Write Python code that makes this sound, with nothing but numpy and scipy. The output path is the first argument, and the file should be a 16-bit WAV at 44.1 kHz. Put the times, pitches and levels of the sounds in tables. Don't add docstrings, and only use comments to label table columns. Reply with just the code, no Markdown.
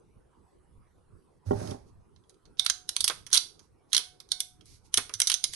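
import sys
import numpy as np
from scipy import signal
from scipy.fft import rfft, irfft, next_fast_len
from scipy.io import wavfile
from scipy.ndimage import uniform_filter1d

SR = 44100
rng = np.random.default_rng(int(sys.argv[2]) if len(sys.argv) > 2 else 0)


def transcribe(signal):
    frames = np.atleast_2d(signal).T
    limited = np.clip(frames, -1, 1)
    pcm = np.round(limited * 32767).astype(np.int16)
    wavfile.write(sys.argv[1], SR, pcm)


def volts_from_decibels(level):
    exponent = np.asarray(level, float) / 20
    return 10 ** exponent


N = 245004

# (time [s], peak [dB], treble over peak [dB], tooth tone [Hz], time for chatter to die by 60 dB [s])
TOOTH_SNAPS = [(2.595, -7.5, -14, 4084, .025), (2.6625, -7, -12, 4200, 0.019),
               (2.6981, -7.5, -13.5, 6780, 0.032), (2.8905, -15.5, -4, 5970, 0.023),
               (2.9645, -11, -6, 4370, .019), (3.0057, -13, -3, 4300, 0.039),
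               (3.042, -10.5, -3, 4900, 0.046), (3.0778, -7, -7.5, 4120, .042),
               (3.9304, -8.5, -9.5, 3790, 0.032), (3.9465, -7.5, -11, 3920, .038),
               (3.9653, -4, -16.5, 4005, 0.03), (3.978, -9, -6, 3020, 0.021),
               (4.3175, -8.5, -11, 4510, 0.029), (4.4033, -13.5, -2, 6710, 0.027),
               (4.9408, -6, -6.5, 6850, 0.024), (5.1381, -19.5, -6.5, 5960, 0.05),
               (5.201, -7.5, -0.5, 6480, .018), (5.2172, -6.5, -5, 5670, .016),
               (5.271, -11.5, -7, 5840, 0.048), (5.298, -9, -8, 4300, .043),
               (5.3167, -12.5, -5.5, 2980, 0.062), (5.3402, -7.5, -10.5, 5940, 0.022),
               (5.4398, -5.5, -9.5, 6000, 0.031)]
# (time [s], peak [dB], treble over peak [dB], tone [Hz])
SLACK_TICKS = [(1.511, -45.5, -11, 3000), (1.6732, -34.5, -13, 5000), (1.7081, -34.5, -8, 5640),
               (2.161, -51.5, -41, 3020), (2.2375, -62, -28, 3280), (2.2948, -45, -4.5, 6500),
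               (2.3424, -59, -7, 4160), (2.4538, -47.5, -17, 4500), (2.571, -49, -47, 5250),
               (2.6475, -35.5, 6.5, 4280), (3.2652, -30.5, -7.5, 5920), (3.314, -32.5, -18.5, 5310),
               (3.5923, -41, -14.5, 6320), (3.919, -37.5, -40, 3180), (4.2011, -35, -10.5, 4350),
               (4.2884, -45.5, -10.5, 5980), (4.6088, -46.5, -18, 3170), (4.6566, -52, 2, 5800),
               (5.5345, -27.5, -2, 3450)]
# (time [s], peak [dB], treble over peak [dB], clap over peak [dB])
JAW_CLAPS = [
    (3.0982, -16, -33, -10),
    (3.3023, -44, 0, -12),
    (3.991, -30, -1.5, -13.5),
    (4.9726, -7.5, -4.5, -23.5),
    (4.9794, -15.5, -1, -10),
    (5.0935, -33.5, -8, -5),
]
# (time [s], peak [dB], tooth tone [Hz])
RELEASE_RATTLE = [
    (3.3288, -7, 5650),
    (3.3348, -7.5, 3520),
    (3.342, -7, 4400),
    (3.3466, -7, 4220),
    (3.3543, -8, 3360),
    (3.3639, -11, 4000),
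    (3.3714, -10, 4750),
    (3.375, -8, 4670),
    (3.3782, -25.5, 5300),
    (3.384, -23.5, 5300),
]
# (tone [Hz], level [dB], time to die by 60 dB [s])
STEEL_TONES = [(1456, -11, 0.078), (2136, -7, 0.054), (3170, -35.5, 0.046), (3386, 16, 0.0053),
               (3920, 11, 0.0098), (4120, -12, 0.14), (4426, -13.5, 0.1), (5050, -10.5, .05),
               (5300, -19.5, 0.065), (5824, -9.5, 0.013), (6000, -1.5, 0.084), (6357, 3, 0.058),
               (9030, -11, 0.025), (9675, -6.5, 0.024)]
# (pitch [Hz], level [dB])
JAW_COLOUR = [(100, -46.5), (250, -12), (450, -1), (800, -7), (1150, 3.5), (1600, 1), (2600, -1.5),
              (4000, -38)]
# (pitch [Hz], level [dB])
CRACK_COLOUR = [(300, -46), (800, -31), (1400, -16), (1750, -19.5), (2600, -16.5), (3200, -3.5),
                (3900, -4.5), (4700, -5.5), (6000, -3.5), (6700, -9), (7300, -16), (8200, -43)]
# (pitch [Hz], level [dB])
CRACK_TREBLE = [(6500, -27), (7600, -9), (8700, -2), (9600, 0), (10500, -2.5), (11500, -7.5),
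                (13000, -27.5)]
# (plucked [s], damped [s], level [dB])
SPRING_PLUCKS = [
    (2.597, 3.08, -57),
    (3.98, 4.32, -60),
    (4.322, 4.75, -61),
    (4.99, 5.13, -62),
    (5.35, 5.55, -64),
]
# (tone [Hz], level [dB], time to die by 60 dB [s])
SPRING_TONES = [(730, -2.5, 2.2), (1520, 2, 0.72), (2200, 3, 0.48), (3000, -15.5, .3), (4300, 5.5, .3)]
# (time [s], level [dB], hardness as tilt [dB per octave], rise [s])
BENCH_KNOCKS = [
    (1.463, -24, -31, 0.039),
    (1.508, -11.5, 2.5, 0.0025),
    (1.514, -17, 0, 0.0065),
    (1.529, -15, -0.5, 0.0039),
    (1.552, -23, -10, 0.002),
    (1.68, -41, 2, 0.0061),
    (1.713, -26.5, 2, 0.0078),
    (1.745, -28, 0.5, 0.0008),
    (5.149, -44, -29, 0.0079),
    (4.975, -29.5, 1, 0.0048),
]
# (tone [Hz], level [dB], time to die by 60 dB [s])
BENCH_TONES = [(98, -4, .11), (135, -8, .06), (180, -5, .06), (250, -2, .07), (325, -8, .05), (398, 0, .06),
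               (460, -7, .04), (610, -6, .04), (780, -3, .04), (880, -9, .035), (1090, -15, .035),
               (1400, -21, .03), (1900, -27, .03)]
# (time [s], pressure re full [dB])
DRAG_PRESSURE = [
    (1.452, -24),
    (1.467, -8),
    (1.55, -6.5),
    (1.6, 0),
    (1.723, -1.5),
    (1.774, -16),
    (1.874, -32.5),
    (2.0, -63),
]
# (pitch [Hz], level [dB])
SCUFF_COLOUR = [(250, -48), (550, 12), (800, 4), (1100, -4), (1800, -7.5), (2600, -17), (4000, -56)]
# (pitch [Hz], level [dB per Hz])
SCRAPE_COLOUR = [(1290, -24.5), (2200, -5), (3040, -7.5), (4650, 2), (6390, 1.5), (7590, -8), (8160, -8.5),
                 (11000, -6.5), (11800, -10.5), (12300, -71.5), (16000, -89), (22000, -120)]
# (start [s], held [s], level [dB])
PALM_SLIPS = [
    (1.87, 0.023, -71.5),
    (3.62, .03, -69.5),
    (3.905, .015, -64.5),
    (4.664, 0.095, -58),
    (4.851, 0.015, -62.5),
    (5.535, .03, -39.5),
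]
# (pitch [Hz], time to die by 60 dB [s])
SHED_ECHO = [(200, 0.36), (1000, 0.32), (3000, 0.28), (6000, 0.29), (11000, 0.29)]
# (pitch [Hz], left over right [dB])
NEAR_LEFT = [(60, -9.5), (350, -5), (800, -4), (2100, -10), (3400, -10.5), (4400, -18.5), (6200, -11),
             (7500, 2)]
# (pitch [Hz], level [dB per Hz])
HUSH_COLOUR = [(20, -18), (62, 0), (125, -6), (250, -14), (400, -11), (630, -26), (1000, -20), (1300, -25),
               (1650, -34), (3200, -41), (6300, -44), (10000, -40), (11300, -42), (12200, -65)]
# (pitch [Hz], left over right [dB])
HUSH_BALANCE = [(60, -2.0), (170, -4.5), (500, -2.5), (1430, -4.0), (4120, -2.0), (11800, -0.5)]
# (pitch [Hz], likeness [0 to 1])
HUSH_LIKENESS = [(40, 1), (100, 0.06), (300, 0.024), (2000, 0.43)]
# (time [s], width [s], swell [dB])
FAR_RUMBLE = [
    (.72, 0.15, 11),
    (1.15, 0.055, 17),
    (1.95, .3, 12),
    (3.05, 0.45, 9),
    (5.1, 0.6, 6.5),
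]
# (time [s], width [s], swell [dB])
AIR_RISE = (2.5, 0.18, 1.3)
# (pitch [Hz], level [dB])
MICROPHONE_EDGE = [(6700, 0), (7250, -7), (7800, 0), (11500, 0), (12100, -17), (12800, -27), (15500, -30),
                   (16500, -60)]

LEAD_S = 0.02
SNAP_CLAP_DB = -42
TICK_CLAP_DB, TICK_CHATTER_S = -21, 0.049
CLAP_HZ, CLAP_CHATTER_S = 3270, 0.03
RELEASE_TREBLE_DB, RELEASE_CLAP_DB, RELEASE_CHATTER_S = -7.5, -38, 0.025
LUMPS_DB = 2.2
SPRING_FADE = 0.5
BOARDS_DB, SCUFF_DB, SCRAPE_DB = -34.5, -42.5, -50
BOARDS_FOLLOW, SCUFF_FOLLOWS, SCRAPE_FOLLOWS = 1.5, 1.1, 0.99
SLIP_RISE_DB_PER_S, SLIP_FADE_DB_PER_S = 900, 450
HUSH_DB, RUMBLE_BASE_DB, AIR_BASE_DB = -62, -6.5, -2.5
DUCK_DB, DUCK_FROM_DB, DUCK_LAG_S = 3, -37, 0.5
MONO_HZ = 7650


def read(points, hz):
    f, value = np.transpose(points)
    return np.interp(np.log(hz + 1), np.log(f + 1), value)


def evened(x):
    return x / np.sqrt(np.mean(x ** 2) + 1e-20)


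def peaked(x):
    return x / abs(x).max()


def shaped(x, points):
    size = x.shape[-1]
    n = next_fast_len(size)
    gain = volts_from_decibels(read(points, np.fft.rfftfreq(n, 1 / SR)))
    return irfft(rfft(x, n) * gain, n)[..., :size]


def add(mix, s, sound):
    part = mix[..., round(s * SR):][..., :sound.shape[-1]]
    part += sound[..., :part.shape[-1]]


def ring(modes, size, spread_db=0., tilt_db=0.):
    hz, db, t60 = np.transpose(modes)[:, :, None]
    chance = rng.standard_normal((2, len(modes), 1))
    t = np.arange(size) / SR
    level_db = db + spread_db * chance[0] + tilt_db * np.log2(hz / 300) - 60 * t / t60
    tones = np.sign(chance[1]) * np.sin(2 * np.pi * hz * t)
    return (volts_from_decibels(level_db) * tones).sum(0)


def snap(db, treble_db, clap_db, loud_hz, chatter):
    t = np.arange(5000) / SR - LEAD_S - 0.0011
    noise, picks = rng.standard_normal((3, len(t))), rng.random((3, len(t)))
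    hits = noise * (picks < 0.12)
    hits = 0.9 * hits[0] + 0.8 * hits[1:]
    creep = volts_from_decibels(-23.5 + 1600 * t) + volts_from_decibels(54000 * t)
    dying = volts_from_decibels(-60 * t / max(chatter, 0.003))
    blows = hits * np.where(t < 0, creep, dying) * volts_from_decibels(-9)
    land = np.argmin(abs(t))
    blows[[0, 1], [land - 2, land]] += [-1, 1]
    lumps = [(hz, LUMPS_DB * rng.standard_normal()) for hz in np.arange(1000, 12000, 300)]
    blows = shaped(blows, lumps)

    plates = ring(STEEL_TONES, size=len(t), spread_db=3)
    plates = signal.fftconvolve(blows, plates[None])[:, :len(t)]
    plates = peaked(shaped(plates, [(500, -56.5), (1200, -9.0)]))
    steel = peaked(shaped(blows, CRACK_COLOUR)) + volts_from_decibels(-13.0) * plates
    tooth_tone = [(loud_hz * 0.75, 0), (loud_hz, 5), (loud_hz * 1.3, 0)]
    steel = peaked(shaped(steel, tooth_tone))

    clap = (noise[0] + 0.5 * noise[1:]) * (t > 0) * volts_from_decibels(-60 * t / 0.094)
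    jaws = volts_from_decibels(clap_db) * peaked(shaped(clap, JAW_COLOUR))
    treble = volts_from_decibels(treble_db - 0.5) * peaked(shaped(blows, CRACK_TREBLE))
    fade_out = np.minimum((t[-1] - t) / 0.03, 1)
    return volts_from_decibels(db + 5) * (steel + jaws + treble) * fade_out


def spring(plucked, damped, db):
    tone = ring(SPRING_TONES, size=round((damped - plucked) * SR))
    left = 1 - np.arange(len(tone)) / len(tone)
    return volts_from_decibels(db) * tone * np.clip(left / SPRING_FADE, 0, 1)


def pliers():
    landings = [(s, db, treble_db, SNAP_CLAP_DB, hz, chatter) for s, db, treble_db, hz, chatter in TOOTH_SNAPS]
    landings += [(s, db, treble_db, TICK_CLAP_DB, hz, TICK_CHATTER_S) for s, db, treble_db, hz in SLACK_TICKS]
    landings += [(*row, CLAP_HZ, CLAP_CHATTER_S) for row in JAW_CLAPS]
    landings += [(s, db, RELEASE_TREBLE_DB, RELEASE_CLAP_DB, hz, RELEASE_CHATTER_S)
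                 for s, db, hz in RELEASE_RATTLE]
    out = np.zeros((2, N))
    for s, *landing in landings:
        add(out, s - LEAD_S, snap(*landing))
    for plucked, damped, db in SPRING_PLUCKS:
        add(out, plucked, spring(plucked, damped, db))
    return out


def grain(per_s, spread_db):
    size = volts_from_decibels(spread_db * np.minimum(rng.exponential(1, N), 5))
    size = size * (rng.random(N) < per_s / SR)
    return size * (0.55 * rng.standard_normal(N) + 0.87 * rng.standard_normal((2, N)))


def pressed(db, follows):
    pressure_db = np.interp(np.arange(N) / SR, *np.transpose(DRAG_PRESSURE), -100, -100)
    return volts_from_decibels(db + follows * pressure_db)


def bench():
    t, wood = np.arange(8000) / SR, np.zeros(N)
    for s, db, tilt_db, rise in BENCH_KNOCKS:
        attack = np.sin(np.minimum(t / rise, 1) * np.pi / 2) ** 2
        knock = ring(BENCH_TONES, size=len(t), tilt_db=tilt_db) * attack
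        add(wood, s, volts_from_decibels(db) * peaked(knock))

    boards = ring(BENCH_TONES, size=len(t), tilt_db=-4.0) * (1 - np.exp(-t / 0.0005))
    shaken = signal.oaconvolve(grain(per_s=640, spread_db=1.0)[0], boards)[:N]
    wood = wood + pressed(BOARDS_DB, BOARDS_FOLLOW) * evened(shaken)

    scuff = evened(shaped(grain(per_s=3300, spread_db=-1.5)[0], SCUFF_COLOUR))
    wood = wood + pressed(SCUFF_DB, SCUFF_FOLLOWS) * scuff

    scrape = evened(shaped(grain(per_s=14000, spread_db=1.5), SCRAPE_COLOUR))
    both = np.array([np.roll(wood, 30), wood])
    return both + pressed(SCRAPE_DB, SCRAPE_FOLLOWS) * scrape


def slips():
    rub = evened(shaped(grain(per_s=18000, spread_db=-3.0), SCRAPE_COLOUR))
    t, gain = np.arange(N) / SR, np.zeros(N)
    for s, held, db in PALM_SLIPS:
        rise_db = SLIP_RISE_DB_PER_S * np.maximum(s - t, 0)
        fade_db = SLIP_FADE_DB_PER_S * np.maximum(t - s - held, 0)
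        gain += volts_from_decibels(db - rise_db - fade_db)
    return rub * gain


def shed(x):
    taps = np.zeros((2, SR // 2))
    at = np.arange(120, SR // 2 - 20, 20)
    at = at + rng.integers(0, 20, (2, len(at)))
    np.put_along_axis(taps, at, rng.choice([-1., 1.], at.shape), 1)
    hz, t, z = signal.stft(taps, SR, nperseg=128)
    dying = volts_from_decibels(-60 * t / read(SHED_ECHO, hz)[:, None])
    tail = signal.istft(z * dying, SR, nperseg=128)[1]
    return signal.fftconvolve(x, tail / np.linalg.norm(tail[0]), axes=1)[:, :N]


def ducking(near):
    busy = 1. * (uniform_filter1d(near[1] ** 2, size=400) > volts_from_decibels(2 * DUCK_FROM_DB))
    keep = np.exp(-1 / (DUCK_LAG_S * SR))
    return -DUCK_DB * signal.lfilter([(1 - keep) ** 2], [1, -2 * keep, keep ** 2], busy)


def hush(duck_db):
    frames, hz = N // 256 + 5, np.fft.rfftfreq(1024, 1 / SR)
    a, b, c, d, patches = rng.standard_normal((frames, 513, 5)).T
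    patches = evened(uniform_filter1d(uniform_filter1d(patches, 8, 0), 12, 1))
    t = np.arange(frames) * 256 / SR

    rumble_db = RUMBLE_BASE_DB + sum(db * np.exp(-((t - s) / width) ** 2) for s, width, db in FAR_RUMBLE)
    rise_s, rise_width, rise_db = AIR_RISE
    air_db = AIR_BASE_DB + rise_db * np.exp(-((t - rise_s) / rise_width) ** 2)
    air_db = air_db + np.interp(t * SR, np.arange(N), duck_db)
    low = 1 / (1 + (hz[:, None] / 200) ** 4)
    level_db = low * rumble_db + (1 - low) * air_db

    same = np.clip(read(HUSH_LIKENESS, hz), -1, 1)[:, None]
    right = a + 1j * b
    left = same * right + np.sqrt(1 - same ** 2) * (c + 1j * d)
    left = left * volts_from_decibels(read(HUSH_BALANCE, hz))[:, None]
    z = np.array([left, right]) * volts_from_decibels(read(HUSH_COLOUR, hz)[:, None] + 3.9 * patches + level_db)
    air = signal.istft(z, nperseg=1024, noverlap=768)[1][:, :N]
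    return volts_from_decibels(HUSH_DB + 1) * evened(air)


def scene():
    near = pliers() + bench() + slips()
    near = near + volts_from_decibels(-11.5) * shed(near)
    heard = np.array([shaped(near[0], NEAR_LEFT), near[1]])
    return heard + hush(ducking(near))


def top_cut(x):
    return signal.sosfilt(signal.butter(12, 12450, fs=SR, output="sos"), x)


def record(dry):
    treble = signal.firwin(255, MONO_HZ, pass_zero=False, fs=SR)
    apart = signal.oaconvolve(dry - dry.mean(0), treble[None], "same")
    x = shaped(dry - 0.65 * apart, MICROPHONE_EDGE)
    squeezed = x / (1 + abs(x / 0.88) ** 4) ** 0.25
    return top_cut(squeezed)


dry = scene()
out = record(dry)
transcribe(out)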